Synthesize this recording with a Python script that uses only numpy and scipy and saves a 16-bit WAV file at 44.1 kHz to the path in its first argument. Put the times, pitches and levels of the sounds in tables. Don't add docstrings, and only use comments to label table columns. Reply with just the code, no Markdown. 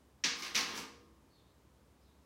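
import sys
import numpy as np
from scipy import signal
from scipy.fft import rfft, irfft
from scipy.io import wavfile
from scipy.ndimage import uniform_filter1d

SR = 44100
rng = np.random.default_rng(int(sys.argv[2]) if len(sys.argv) > 2 else 0)


def to_wav(s):
    ch = np.atleast_2d(s).T
    pcm = np.round(np.clip(ch, -1, 1) * 32767)
    wavfile.write(sys.argv[1], SR, pcm.astype(np.int16))


N = 99225

# start_s, crack_db, wash_db, thud_db, tilt_db_per_octave
KNOCKS = [(.238, -26.5, -34.5, -55, 1), (0.2411, -27, -36.5, -55, 1), (0.2457, -32.5, -33.5, -48.5, 1.5),
          (.422, -40, -42.5, -68.5, 1.5), (.445, -55, -45, -69.5, -2), (0.5471, -33.5, -43, -57, -2),
          (0.5527, -26.5, -37, -52.5, 2.5), (0.5604, -27.5, -37, -55.5, -1),
          (.565, -31.5, -38, -54.5, -3.5), (.576, -32.5, -38.5, -58, 2.5), (.589, -33.5, -47, -59, 2.5),
          (0.609, -34, -48, -62, 2.5), (.676, -63, -61, -55.5, -10), (0.708, -67, -51.5, -55.5, -3),
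          (.753, -42.5, -49.5, -55.5, 1.5), (.776, -39, -49.5, -54.5, 9)]
# start_s, peak_s, end_s, crinkle_db, rub_db
SLIDES = [(0.323, 0.423, .53, -56.5, -49.5), (0.54, 0.553, 0.62, -42.5, -41.5),
          (0.628, 0.687, 0.767, -62, -45.5), (0.711, 0.784, 0.82, -51.5, -46)]
# pitch_hz, level_db, t60_s
SHELL_MODES = [(1080, 1, .85), (1213, 2, .8), (1631, 0, .5), (1795, 0, .5), (2127, -1, .4), (2191, 0, .42),
               (2266, 0, .45), (2619, 1, .42), (2707, 0, .42), (2751, 0, .42), (2824, -1, .42),
               (3024, -1, .4), (3413, -2, .35), (3487, -2, .35), (3949, -2, .35), (4334, -1, .35),
               (5737, -2, .35), (5860, -1, .35)]
HOLLOW_MODES = [(171.9, -2.5, .7), (215.4, -2.5, 1.4), (270.6, -0.5, 1.26), (331, -4, 1.5),
                (386.7, -6, 1.1), (475.6, -4.5, 1.49), (733, -3, 0.29)]
# start_s, length_s, start_hz, end_hz, level_db
CHIRPS = [(1.28, 0.097, 4450, 4220, -76), (1.329, 0.092, 3900, 3435, -75.5),
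          (1.448, .07, 4300, 3800, -83.5), (1.998, .04, 5350, 5100, -79), (2.019, .11, 4340, 3420, -80)]
# freq_hz, density_db
CRACK_SPECTRUM = [(150, -49), (700, -29.5), (1300, -15), (2200, 1.5), (3200, -3), (4500, -1.5), (6000, 0.5),
                  (7200, -16), (9000, -25.5), (12500, -42), (16000, -47)]
WASH_SPECTRUM = [(150, -40.5), (620, -15.5), (1100, -6), (1500, -5.5), (2200, 1), (3200, -2.5),
                 (4500, -1.5), (6000, -2.5), (7200, -13.5), (9000, -23.5), (12500, -32), (16000, -31)]
THUD_SPECTRUM = [(40, -26), (66, -11), (110, -12), (170, -1), (260, 0), (370, -9), (490, 1), (640, -20),
                 (780, -9.5), (1050, -6.5), (2500, -19), (8000, -56.5)]
CRINKLE_SPECTRUM = [(300, -18), (2000, -0.5), (5000, -3), (7500, 0.5), (10000, -1.5), (13000, -3.5),
                    (16000, -3)]
RUB_SPECTRUM = [(100, -16), (300, -1.5), (480, 0), (650, -6.5), (1050, 3), (1500, 0.5), (2300, 2),
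                (3500, -3.5), (6000, -5.5), (7500, -17.5), (16000, -36)]
AIR_SPECTRUM = [(25, -28.5), (48, -18), (68, -4), (100, -6.5), (150, -8.5), (240, -9.5), (450, -14.5),
                (800, -20.5), (1000, -18.5), (1550, -26), (2800, -30), (7000, -34), (16000, -40)]
# freq_hz, t60_s
KITCHEN_DECAY = [(100, 0.97), (400, .8), (1000, .6), (2200, 0.5), (5000, 0.51), (8000, .42), (16000, 0.23)]

ROOM_RISE_S = 0.0062


def knock(crack_db, wash_db, thud_db, tilt_db_per_octave):
    crack_rise_s, crack_decay_s = 0.00061, 0.0088
    thud_rise_s, thud_t60_s = 0.0021, 0.41
    t = np.arange(SR) / SR
    crack, wash, thud = rng.standard_normal((3, SR))
    crack = coloured(crack, tilted(CRACK_SPECTRUM, tilt_db_per_octave))
    crack *= np.exp(-t / crack_decay_s) * (1 - np.exp(-t / crack_rise_s))
    wash = room_decay(coloured(wash, tilted(WASH_SPECTRUM, tilt_db_per_octave)))
    wash *= 1 - np.exp(-t / ROOM_RISE_S)
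    thud = coloured(thud, THUD_SPECTRUM)
    thud *= amp(-60 * t / thud_t60_s) * (1 - np.exp(-t / thud_rise_s))
    return amp(crack_db) * crack + amp(wash_db) * wash + amp(thud_db) * thud


def bin_ringing():
    knock_to_shell_db, knock_to_hollow_db = -20.5, -8
    rub_to_shell_db, rub_to_hollow_db = -3.5, -9.5
    t = np.arange(N) / SR
    shell_power, hollow_power = np.zeros((2, N))
    pulse = np.exp(-t / ROOM_RISE_S) / (ROOM_RISE_S * SR)
    for start_s, _, wash_db, thud_db, _ in KNOCKS:
        add(shell_power, start_s, amp(wash_db + knock_to_shell_db) ** 2 * pulse)
        add(hollow_power, start_s, amp(thud_db + knock_to_hollow_db) ** 2 * pulse)
    for start_s, peak_s, end_s, _, rub_db in SLIDES:
        pressure = np.interp(t, [start_s, peak_s, end_s], [0, 1, 0])
        rub_power = (amp(rub_db) * pressure) ** 2 / SR
        shell_power += amp(rub_to_shell_db) ** 2 * rub_power
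        hollow_power += amp(rub_to_hollow_db) ** 2 * rub_power
    return ring_modes(SHELL_MODES, shell_power) + ring_modes(HOLLOW_MODES, hollow_power)


def ring_modes(modes, power):
    waver_rms, waver_band_hz = 0.53, 14
    t, out = np.arange(N) / SR, np.zeros(N)
    lowpass = np.exp(-(np.fft.rfftfreq(N, 1 / SR) / waver_band_hz) ** 2)
    for pitch_hz, level_db, t60_s in modes:
        retention = np.exp(-2 * np.log(1000) / (t60_s * SR))
        energy = signal.lfilter([1], [1, -retention], power)
        swell, drift = (waver_rms * band_noise(lowpass) for _ in range(2))
        phase = 2 * np.pi * (pitch_hz * t + rng.random())
        out += amp(level_db) * np.sqrt(energy) * ((1 + swell) * np.sin(phase) + drift * np.cos(phase))
    return out


def paw_slides():
    slips_per_s, spread_db, direct_db = 1400, 3.5, -4
    t, out = np.arange(N) / SR, np.zeros(N)
    for start_s, peak_s, end_s, crinkle_db, rub_db in SLIDES:
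        pressure = np.interp(t, [start_s, peak_s, end_s], [0, 1, 0])
        stroke = np.zeros(N)
        for spectrum, level_db in (CRINKLE_SPECTRUM, crinkle_db), (RUB_SPECTRUM, rub_db):
            sizes = amp(spread_db * np.minimum(rng.exponential(1, N), 3)) * rng.choice([-1, 1], N)
            slips = sizes * (rng.random(N) < slips_per_s / SR)
            stroke += amp(level_db) * pressure * coloured(slips, spectrum)
        out += amp(direct_db) * stroke + kitchen_reverb(stroke)
    return out


def chirps():
    wobble_rms = 0.062
    out = np.zeros(N)
    for start_s, length_s, start_hz, end_hz, level_db in CHIRPS:
        wobble = wobble_rms * unit(uniform_filter1d(rng.standard_normal(SR), size=30))
        progress = np.arange(0, 1, 1 / (length_s * SR))
        pitch_hz = (start_hz + (end_hz - start_hz) * progress) * (1 + wobble[:len(progress)])
        tone = unit(np.sin(2 * np.pi * np.cumsum(pitch_hz) / SR))
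        add(out, start_s, amp(level_db) * np.sin(np.pi * progress) * tone)
    return kitchen_reverb(out)


def kitchen_reverb(x):
    tail = room_decay(rng.standard_normal(SR))
    return signal.fftconvolve(x, tail / np.linalg.norm(tail))[:N]


def room_decay(x):
    freq_hz, t, bands = signal.stft(x, SR, nperseg=256)
    fade = amp(-60 * t / lookup(KITCHEN_DECAY, freq_hz)[:, None])
    return signal.istft(bands * fade, SR, nperseg=256)[1][:len(x)]


def room_tone():
    hum_hz, hum_width_hz, hum_db, air_db = 65.2, 10, -72.5, -67
    freq_hz = np.fft.rfftfreq(N, 1 / SR)
    hum = band_noise(np.exp(-((freq_hz - hum_hz) / hum_width_hz) ** 2))
    air = coloured(rng.standard_normal(N), AIR_SPECTRUM)
    return amp(air_db) * air + amp(hum_db) * hum


def band_noise(bin_gains):
    return unit(irfft(rfft(rng.standard_normal(N)) * bin_gains, N))


def coloured(x, spectrum):
    bin_gains = amp(lookup(spectrum, np.fft.rfftfreq(len(x), 1 / SR)))
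    return unit(irfft(rfft(x) * bin_gains, len(x)))


def tilted(spectrum, db_per_octave, pivot_hz=3000):
    return [(hz, db + db_per_octave * np.log2(hz / pivot_hz)) for hz, db in spectrum]


def lookup(table, freq_hz):
    table_hz, values = np.transpose(table)
    return np.interp(np.log(freq_hz + 1), np.log(table_hz), values)


def amp(db):
    return 10 ** (np.asarray(db) / 20)


def unit(x):
    return x / np.sqrt(np.mean(x ** 2) + 1e-20)


def add(mix, start_s, sound):
    part = mix[max(round(start_s * SR), 0):][:len(sound)]
    part += sound[:len(part)]


def scene():
    bangs = np.zeros(N)
    for start_s, *contact in KNOCKS:
        add(bangs, start_s, knock(*contact))
    return (bangs + bin_ringing() + paw_slides() + chirps() + room_tone())[None]


def record(dry):
    cutoff_hz = 15900
    lowpass = signal.firwin(511, cutoff_hz, window=("kaiser", 9), fs=SR)
    return signal.oaconvolve(dry, lowpass[None], "same")


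dry = scene()
out = record(dry)
to_wav(out)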